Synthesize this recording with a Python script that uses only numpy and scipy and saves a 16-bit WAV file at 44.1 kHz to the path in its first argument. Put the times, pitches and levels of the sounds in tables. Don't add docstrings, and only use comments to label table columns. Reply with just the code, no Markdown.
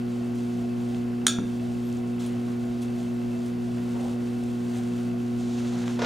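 import sys
import numpy as np
from scipy import signal
from scipy.fft import rfft, irfft, next_fast_len
from scipy.io import wavfile
from scipy.ndimage import uniform_filter1d

SR = 44100
rng = np.random.default_rng(int(sys.argv[2]) if len(sys.argv) > 2 else 0)


def transcribe(signal):
    frames = np.atleast_2d(signal).T
    limited = np.clip(frames, -1, 1)
    pcm = np.round(limited * 32767).astype(np.int16)
    wavfile.write(sys.argv[1], SR, pcm)


def attenuation_scalar(level_db):
    decades = np.asarray(level_db, float) / 20
    return 10 ** decades


N = 266805
T = np.arange(N) / SR
MAINS_HZ = 60.0023

# (time [s], peak level [dB])
CLACK_HITS = [
    (1.2671, 0),
    (1.2683, -10),
    (1.271, -17),
]


def colour(x, points):
    hz, db = np.transpose(points)
    size = next_fast_len(x.shape[-1])
    bins_hz = np.arange(1, size // 2 + 2) * SR / size
    gain = attenuation_scalar(np.interp(np.log(bins_hz), np.log(hz), db))
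    return irfft(rfft(x, size) * gain, size)[..., :x.shape[-1]]


def unit(x):
    return x / np.sqrt(np.mean(x ** 2))


def band(x, hz, width):
    return signal.lfilter(*signal.iirpeak(min(hz, .45 * SR), hz / width, SR), x)


def resonance(x, hz, width):
    return band(band(x, hz, width), hz, width)


def walk(rate):
    hold = int(SR / rate)
    steps = np.repeat(rng.standard_normal(N // hold + 1), hold)
    return uniform_filter1d(uniform_filter1d(steps, hold), hold)[:N]


def strike(hits, modes, scatter_db):
    out, t = np.zeros(N), T[:SR // 2]
    hz, db, t60 = np.transpose(modes)[:, :, None]
    decay = attenuation_scalar(-60 * t / np.clip(t60, .01, .35))
    for (s, peak_db), luck in zip(hits, rng.standard_normal((len(hits), len(modes), 2))):
        start = int(s * SR)
        strength = attenuation_scalar(db + scatter_db * luck[:, :1]) * np.sign(luck[:, 1:])
        ring = (strength * np.sin(2 * np.pi * hz * t) * decay).sum(axis=0)[:N - start]
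        out[start:start + len(ring)] += attenuation_scalar(peak_db) * ring / np.abs(ring).max()
    return out


def strokes(rows):
    grip_s, let_go_s = 0.0071, 0.046
    gain = np.zeros(N)
    for start, end, first_db, last_db in rows:
        slide = attenuation_scalar(np.interp(T, (start, end), (first_db, last_db)))
        grip = 1 - np.exp(-np.maximum(T - start, 0) / grip_s)
        gain += slide * grip * np.exp(-np.maximum(T - end, 0) / let_go_s)
    return gain


def rustle(rows, points, grain_db, side_db, patchy_db):
    size_db = grain_db * np.minimum(rng.exponential(size=N), 5.5) + patchy_db * walk(40)
    grains = rng.standard_normal((2, N)) * attenuation_scalar(size_db)
    mid, side = (unit(colour(g, points)) * strokes(rows) for g in grains)
    return np.array([mid + attenuation_scalar(side_db) * side, mid - attenuation_scalar(side_db) * side])


def spread(x, lag_s, side_db):
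    side = attenuation_scalar(side_db) * np.roll(band(x, 1400, 1400), int(lag_s * SR))
    return np.array([x + side, x - side])


def hum():
    # (multiple of mains [1], left [dB], right [dB], phase by which left leads [rad])
    harmonics = [(1, -63, -65, -.6), (2, -36.5, -39.8, .1), (3, -50, -52.5, -.14), (4, -29.3, -28.7, .08),
                 (6, -39.7, -39.8, -.23), (7, -63, -60, -.1), (8, -62, -46, -3.1), (10, -69, -64, 0),
                 (12, -59, -55, .5), (13, -63, -67, -.2), (18, -64, -63, -.3), (22, -70, -70, 0),
                 (24, -61, -66, -1.2), (26, -70, -68, -.3), (38, -72, -72, 0)]
    offset, slope, bend = (-1.3, -.375, -.19)
    out = np.zeros((2, N))
    for k, left_db, right_db, lead in harmonics:
        phase = 2 * np.pi * k * MAINS_HZ * T + offset + slope * k + bend * k ** 2
        level = attenuation_scalar(np.array([[left_db], [right_db]]))
        turn = np.exp(.5j * np.array([[lead], [-lead]]))
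        out += (level * turn * np.exp(1j * phase)).real
    return np.sqrt(2) * out * attenuation_scalar(.5 + .3 * walk(3) + .2 * walk(6))


def machine():
    # (frequency [Hz], level [dB per Hz])
    air_mid = [(20, -96), (36, -83), (47, -76), (65, -76), (120, -71.5), (230, -68), (330, -73.5),
               (550, -76.5), (770, -82), (850, -82.5), (1700, -88), (3800, -94), (7000, -99), (11000, -104)]
    # (frequency [Hz], level [dB per Hz])
    air_side = [(20, -111), (60, -76), (130, -68), (280, -70), (520, -72.5), (800, -79.5), (1400, -87),
                (2300, -98.5), (3100, -108), (3600, -135), (8200, -135), (10000, -112), (14000, -110),
                (15500, -118)]
    # (frequency [Hz], width [Hz], level [dB], depth [dB])
    cabinet = [(183.5, 14, -50.5, 0), (273.6, 24, -54, 0.5), (672.4, 65, -57.5, 5), (756.4, 25, -62, 5),
               (44.6, 11, -62.5, 4), (117.4, 19, -53.5, 7.5)]
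    # (frequency [Hz], width [Hz], level [dB])
    panel = [(2670, 134, -62.5), (2920, 550, -63.5), (2060, 160, -67), (4570, 260, -71)]
    throb_hz, throb_first_s = 2.9, 0.27
    white = rng.standard_normal((2, N)) * np.sqrt(SR / 2)
    mid = colour(white[0], air_mid + [(16000, -110)])
    side = colour(white[1], air_side)
    turn = np.cos(2 * np.pi * throb_hz * (T - throb_first_s))
    for hz, width, db, depth_db in cabinet:
        mid = mid + attenuation_scalar(db + depth_db * turn) * unit(resonance(rng.standard_normal(N), hz, width))
    cycle = T * MAINS_HZ + .13
    luck = rng.standard_normal(int(cycle[-1]) + 1)[cycle.astype(int)]
    size = attenuation_scalar(3.5 * luck + .8 * walk(3.04))
    rattle = rng.standard_normal(N) * (.35 + size * np.exp(-(cycle % 1) / .12))
    for hz, width, db in panel:
        mid = mid + attenuation_scalar(db) * unit(resonance(rattle, hz, width))
    return np.array([mid + side, mid - side])


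def hair():
    # (start [s], end [s], first level [dB], last level [dB])
    pulls = [(.08, .27, -58, -61), (.34, .55, -56, -57), (.57, .7, -63, -65), (.76, .975, -60.5, -57),
             (1.45, 1.975, -57, -58), (2.06, 2.13, -60, -60), (2.19, 2.27, -48, -50),
             (2.31, 2.53, -65, -57), (2.58, 2.78, -63, -58.5), (2.81, 2.85, -49, -56),
             (2.89, 3.0, -67, -53), (3.02, 3.1, -65, -62), (3.13, 3.475, -65, -55),
             (3.6, 4.115, -60.5, -52.5), (4.19, 4.68, -58.5, -56.5), (4.68, 4.77, -63, -48),
             (4.82, 5.05, -60, -54), (5.18, 5.4, -61, -56.5)]
    # (frequency [Hz], level [dB per Hz])
    coat = [(1500, -10), (3300, 7), (5000, 0.5), (6500, 2.5), (9000, -1), (11000, -9.5), (15500, -14)]
    # (start [s], end [s], first level [dB], last level [dB])
    sweeps = [
        (5.37, 5.55, -58, -52),
        (5.57, 5.83, -55.5, -51),
        (5.855, 5.94, -51, -52.5),
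    ]
    # (frequency [Hz], level [dB per Hz])
    palm = [(1200, -26), (2200, -7), (3600, 0.5), (5000, -5.5), (6500, -2.5), (9000, -11), (11000, -20),
            (15000, -29)]
    combed = rustle(pulls, coat, grain_db=4.0, side_db=-18.5, patchy_db=1.0)
    return combed + attenuation_scalar(3.0) * rustle(sweeps, palm, grain_db=3.0, side_db=-15.5, patchy_db=1.3)


def ticks():
    # (time [s], peak level [dB], frequency [Hz], width [Hz])
    snaps = [(.357, -41, 7000, 5000), (.9457, -36, 2930, 900), (1.385, -33, 910, 250),
             (1.385, -34, 1410, 300), (1.385, -38, 2500, 1190), (1.927, -39, 7000, 3500),
             (1.948, -44, 7000, 2500), (1.959, -46, 6500, 5000), (1.972, -42, 6500, 2500),
             (1.987, -47, 7500, 3000), (2.197, -45, 3400, 490), (2.263, -36, 8700, 1500),
             (2.264, -51, 9750, 45), (2.264, -51, 11400, 300), (3.012, -43, 6570, 500),
             (3.461, -47, 8500, 3000), (4.437, -40, 7500, 3500), (5.604, -36, 1300, 1200),
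             (5.795, -34, 650, 300), (5.8794, -24.5, 600, 700), (5.8797, -25.5, 2200, 1300),
             (2.264, -42, 3200, 500), (5.794, -38.5, 1600, 1500), (5.729, -34, 800, 600)]
    out, t = np.zeros(N), T[:SR // 20]
    for (s, db, hz, width), noise in zip(snaps, rng.standard_normal((len(snaps), len(t)))):
        snap = band(band(noise * np.exp(-t / 0.00084), hz, width), hz, 2 * width)
        out[int(s * SR):int(s * SR) + len(t)] += attenuation_scalar(db) * snap / np.abs(snap).max()
    return out


def clack():
    # (frequency [Hz], level [dB], t60 [s])
    comb = [(800, -20, 0.025), (1414, -19, .12), (1640, -20, 0.13), (1300, -7.5, 0.043), (2087, -9, 0.028),
            (2500, -22, 0.075), (3200, -21, 0.018), (3580, -29, 0.39), (3602, -3.5, 0.035),
            (3650, -24.5, .3), (4330, -15, 0.037), (4740, -24, 0.13), (5700, -8, 0.019), (5950, -1, 0.015),
            (6557, -30, .15), (6870, -2, 0.041), (7330, -18, 0.14), (8380, -0.5, 0.022),
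            (9130, 7.5, 0.0079), (9030, -12, 0.035), (11400, -27, 0.016)]
    # (frequency [Hz], level [dB per Hz])
    contact = [(600, -25), (1000, -22), (1500, 2.5), (2100, -21), (2700, -16), (3500, 8), (4700, -14),
               (6000, -3.5), (9200, -3), (10800, -15), (11400, -45), (12400, -43), (13100, -15),
               (15800, -30), (16300, -71)]
    # (frequency [Hz], t60 [s])
    room = [(1500, 0.62), (3500, 0.58), (6500, 0.42), (9000, 0.094), (14000, 0.12)]
    # (delay [s], level [dB])
    echoes = [(.0065, -27), (0.0131, -10), (.024, -29)]
    # (frequency [Hz], width [Hz], level [dB], t60 [s])
    edge = [(1390, 120, -38.5, 0.41), (1630, 99, -40.5, 0.51), (2500, 570, -38.5, 0.39),
            (3510, 460, -28, 0.35), (4180, 520, -33.5, 0.29), (5080, 400, -37, .22), (5920, 650, -31, 0.29),
            (6700, 660, -28, 0.25), (8200, 800, -34, 0.23), (9300, 580, -29.5, 0.19),
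            (10500, 500, -40, 0.11), (13200, 700, -49, .2), (15000, 800, -47, .2)]
    contact_s = 0.00014
    first_s, t = CLACK_HITS[0][0], T[:SR // 2]
    start = int(first_s * SR)
    gate = np.zeros(len(t))
    for s, db in CLACK_HITS:
        since = t + first_s - s
        gate += attenuation_scalar(db) * (t >= s - first_s) * np.exp(-np.maximum(since, 0) / 0.002)
    crack = colour(gate * rng.standard_normal(len(t)), contact) * (t < .2)
    ring = strike(CLACK_HITS, comb, scatter_db=0.5)[start:start + len(t)]
    direct = (attenuation_scalar(-3.0) * ring + attenuation_scalar(-2.0) * crack) * (1 - np.exp(-(t / contact_s) ** 2))

    diffuse = rng.standard_normal((2, len(t))) * (1 - np.exp(-t / 0.0079))
    shiver = sum(unit(resonance(diffuse, hz, width)) * attenuation_scalar(db - 60 * t / t60) for hz, width, db, t60 in edge)
    paths = sum(resonance(diffuse, hz, 1.0 * hz) * attenuation_scalar(-60 * t / t60) for hz, t60 in room)
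    reverb = signal.fftconvolve(ring[None], paths, axes=1)[:, :len(t)]
    mid, side = shiver + attenuation_scalar(-48) * reverb

    early = direct + sum(attenuation_scalar(db) * np.roll(direct, int(s * SR)) for s, db in echoes)
    lean = attenuation_scalar(-14) * band(early, 11000, 7000)
    mid, side = early + mid, attenuation_scalar(-14.0) * side - lean
    return np.pad(np.array([mid + side, mid - side]), ((0, 0), (start, N - start - len(t))))


def bumps():
    # (time [s], peak level [dB])
    blows = [
        (1.386, -23.5),
        (1.402, -24.5),
        (1.45, -28),
    ]
    # (frequency [Hz], level [dB], t60 [s])
    tabletop = [(45, -13, 0.21), (141, -20, 0.16), (207, 4, 0.18), (280, -4, 0.24), (384, -9, 0.075),
                (1350, -16, 0.097)]
    return strike(blows, tabletop, scatter_db=5.5)


def whistles():
    # (start [s], length [s], frequency [Hz], width [Hz], level [dB])
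    tones = [(1.68, .07, 8200, 250, -68), (1.82, .11, 12600, 350, -62), (2.815, 0.029, 8500, 6000, -53),
             (3.45, 0.048, 9300, 2500, -61), (1.6, 0.1, 3700, 800, -63)]
    out = np.zeros(N)
    for s, length, hz, width, db in tones:
        swell = np.sin(np.pi * np.clip((T - s) / length, 0, 1))
        out += attenuation_scalar(db) * unit(resonance(rng.standard_normal(N), hz, width)) * swell
    return out


def arm():
    # (start [s], end [s], first level [dB], last level [dB])
    moves = [(2.2, 2.44, -52, -61), (2.48, 2.6, -50, -67), (2.82, 2.9, -53, -60), (3.74, 4.3, -56, -59),
             (4.63, 4.8, -60, -53), (4.84, 5.04, -65, -56), (5.3, 5.9, -64, -45.5), (5.93, 5.99, -69, -49)]
    # (frequency [Hz], level [dB per Hz])
    cloth = [(250, -26), (500, 4.5), (900, 1), (1500, 0.5), (3000, -8.5), (8000, -39)]
    # (start [s], end [s], first level [dB], last level [dB])
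    leaning = [(3.94, 4.115, -41, -43.5)]
    # (frequency [Hz], level [dB per Hz])
    creak = [(330, -23), (490, -2.5), (600, -12), (760, -9), (1000, -17), (1500, -30), (3000, -61)]
    sleeve = rustle(moves, cloth, grain_db=5.5, side_db=-12.5, patchy_db=1.7)
    return attenuation_scalar(1.5) * sleeve + rustle(leaning, creak, grain_db=2.5, side_db=-6, patchy_db=3.5)


def scrape():
    # (time [s], peak level [dB])
    slips = [(5.9915, -27.5), (5.9945, -27.5), (6.004, -40), (6.012, -36), (6.0187, -21.5), (6.023, -25.5),
             (6.028, -32), (6.034, -29), (6.039, -30), (6.0455, -23), (6.048, -29)]
    # (frequency [Hz], level [dB], t60 [s])
    hollow = [(452, 2.5, 0.085), (560, 0, 0.041), (700, -3, 0.11), (960, 0, 0.032), (1440, -1, 0.034),
              (2500, -19, .012), (3770, -5, .012), (6000, -10, 0.019)]
    rasp_db, rasp_rise_db_per_s = -43.5, 148
    since = T - slips[0][0]
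    gate = (since > 0) * attenuation_scalar(rasp_db + rasp_rise_db_per_s * since)
    for s, db in slips:
        gate = gate + attenuation_scalar(db - 10.5) * (T >= s) * np.exp(-np.maximum(T - s, 0) / 0.0039)
    grit_colour = [(300, -6), (1300, 3), (2500, -5.5), (5000, -9), (6200, -13), (7200, -19), (16000, -46)]
    grit = unit(colour(rng.standard_normal(N), grit_colour))
    return attenuation_scalar(3.5) * strike(slips, hollow, scatter_db=-0.5) + gate * grit


def scene():
    near = ticks() + bumps() + whistles() + scrape()
    steady = hum() + machine() + hair() + arm() + spread(near, lag_s=0.00093, side_db=-8.0)
    lowpass = signal.ellip(14, .3, 70, 15760, fs=SR, output="sos")
    return signal.sosfilt(lowpass, steady) + clack()


def band_limit(x):
    return signal.sosfilt(signal.butter(12, 16580, fs=SR, output="sos"), x)


def record(dry):
    since = np.maximum(T - CLACK_HITS[0][0], 0)
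    duck_db = -2.5 * (1 - np.exp(-since / 0.8)) * np.exp(-since / .5)
    return band_limit(np.clip(dry * attenuation_scalar(duck_db), -1, 1))


dry = scene()
out = record(dry)
transcribe(out)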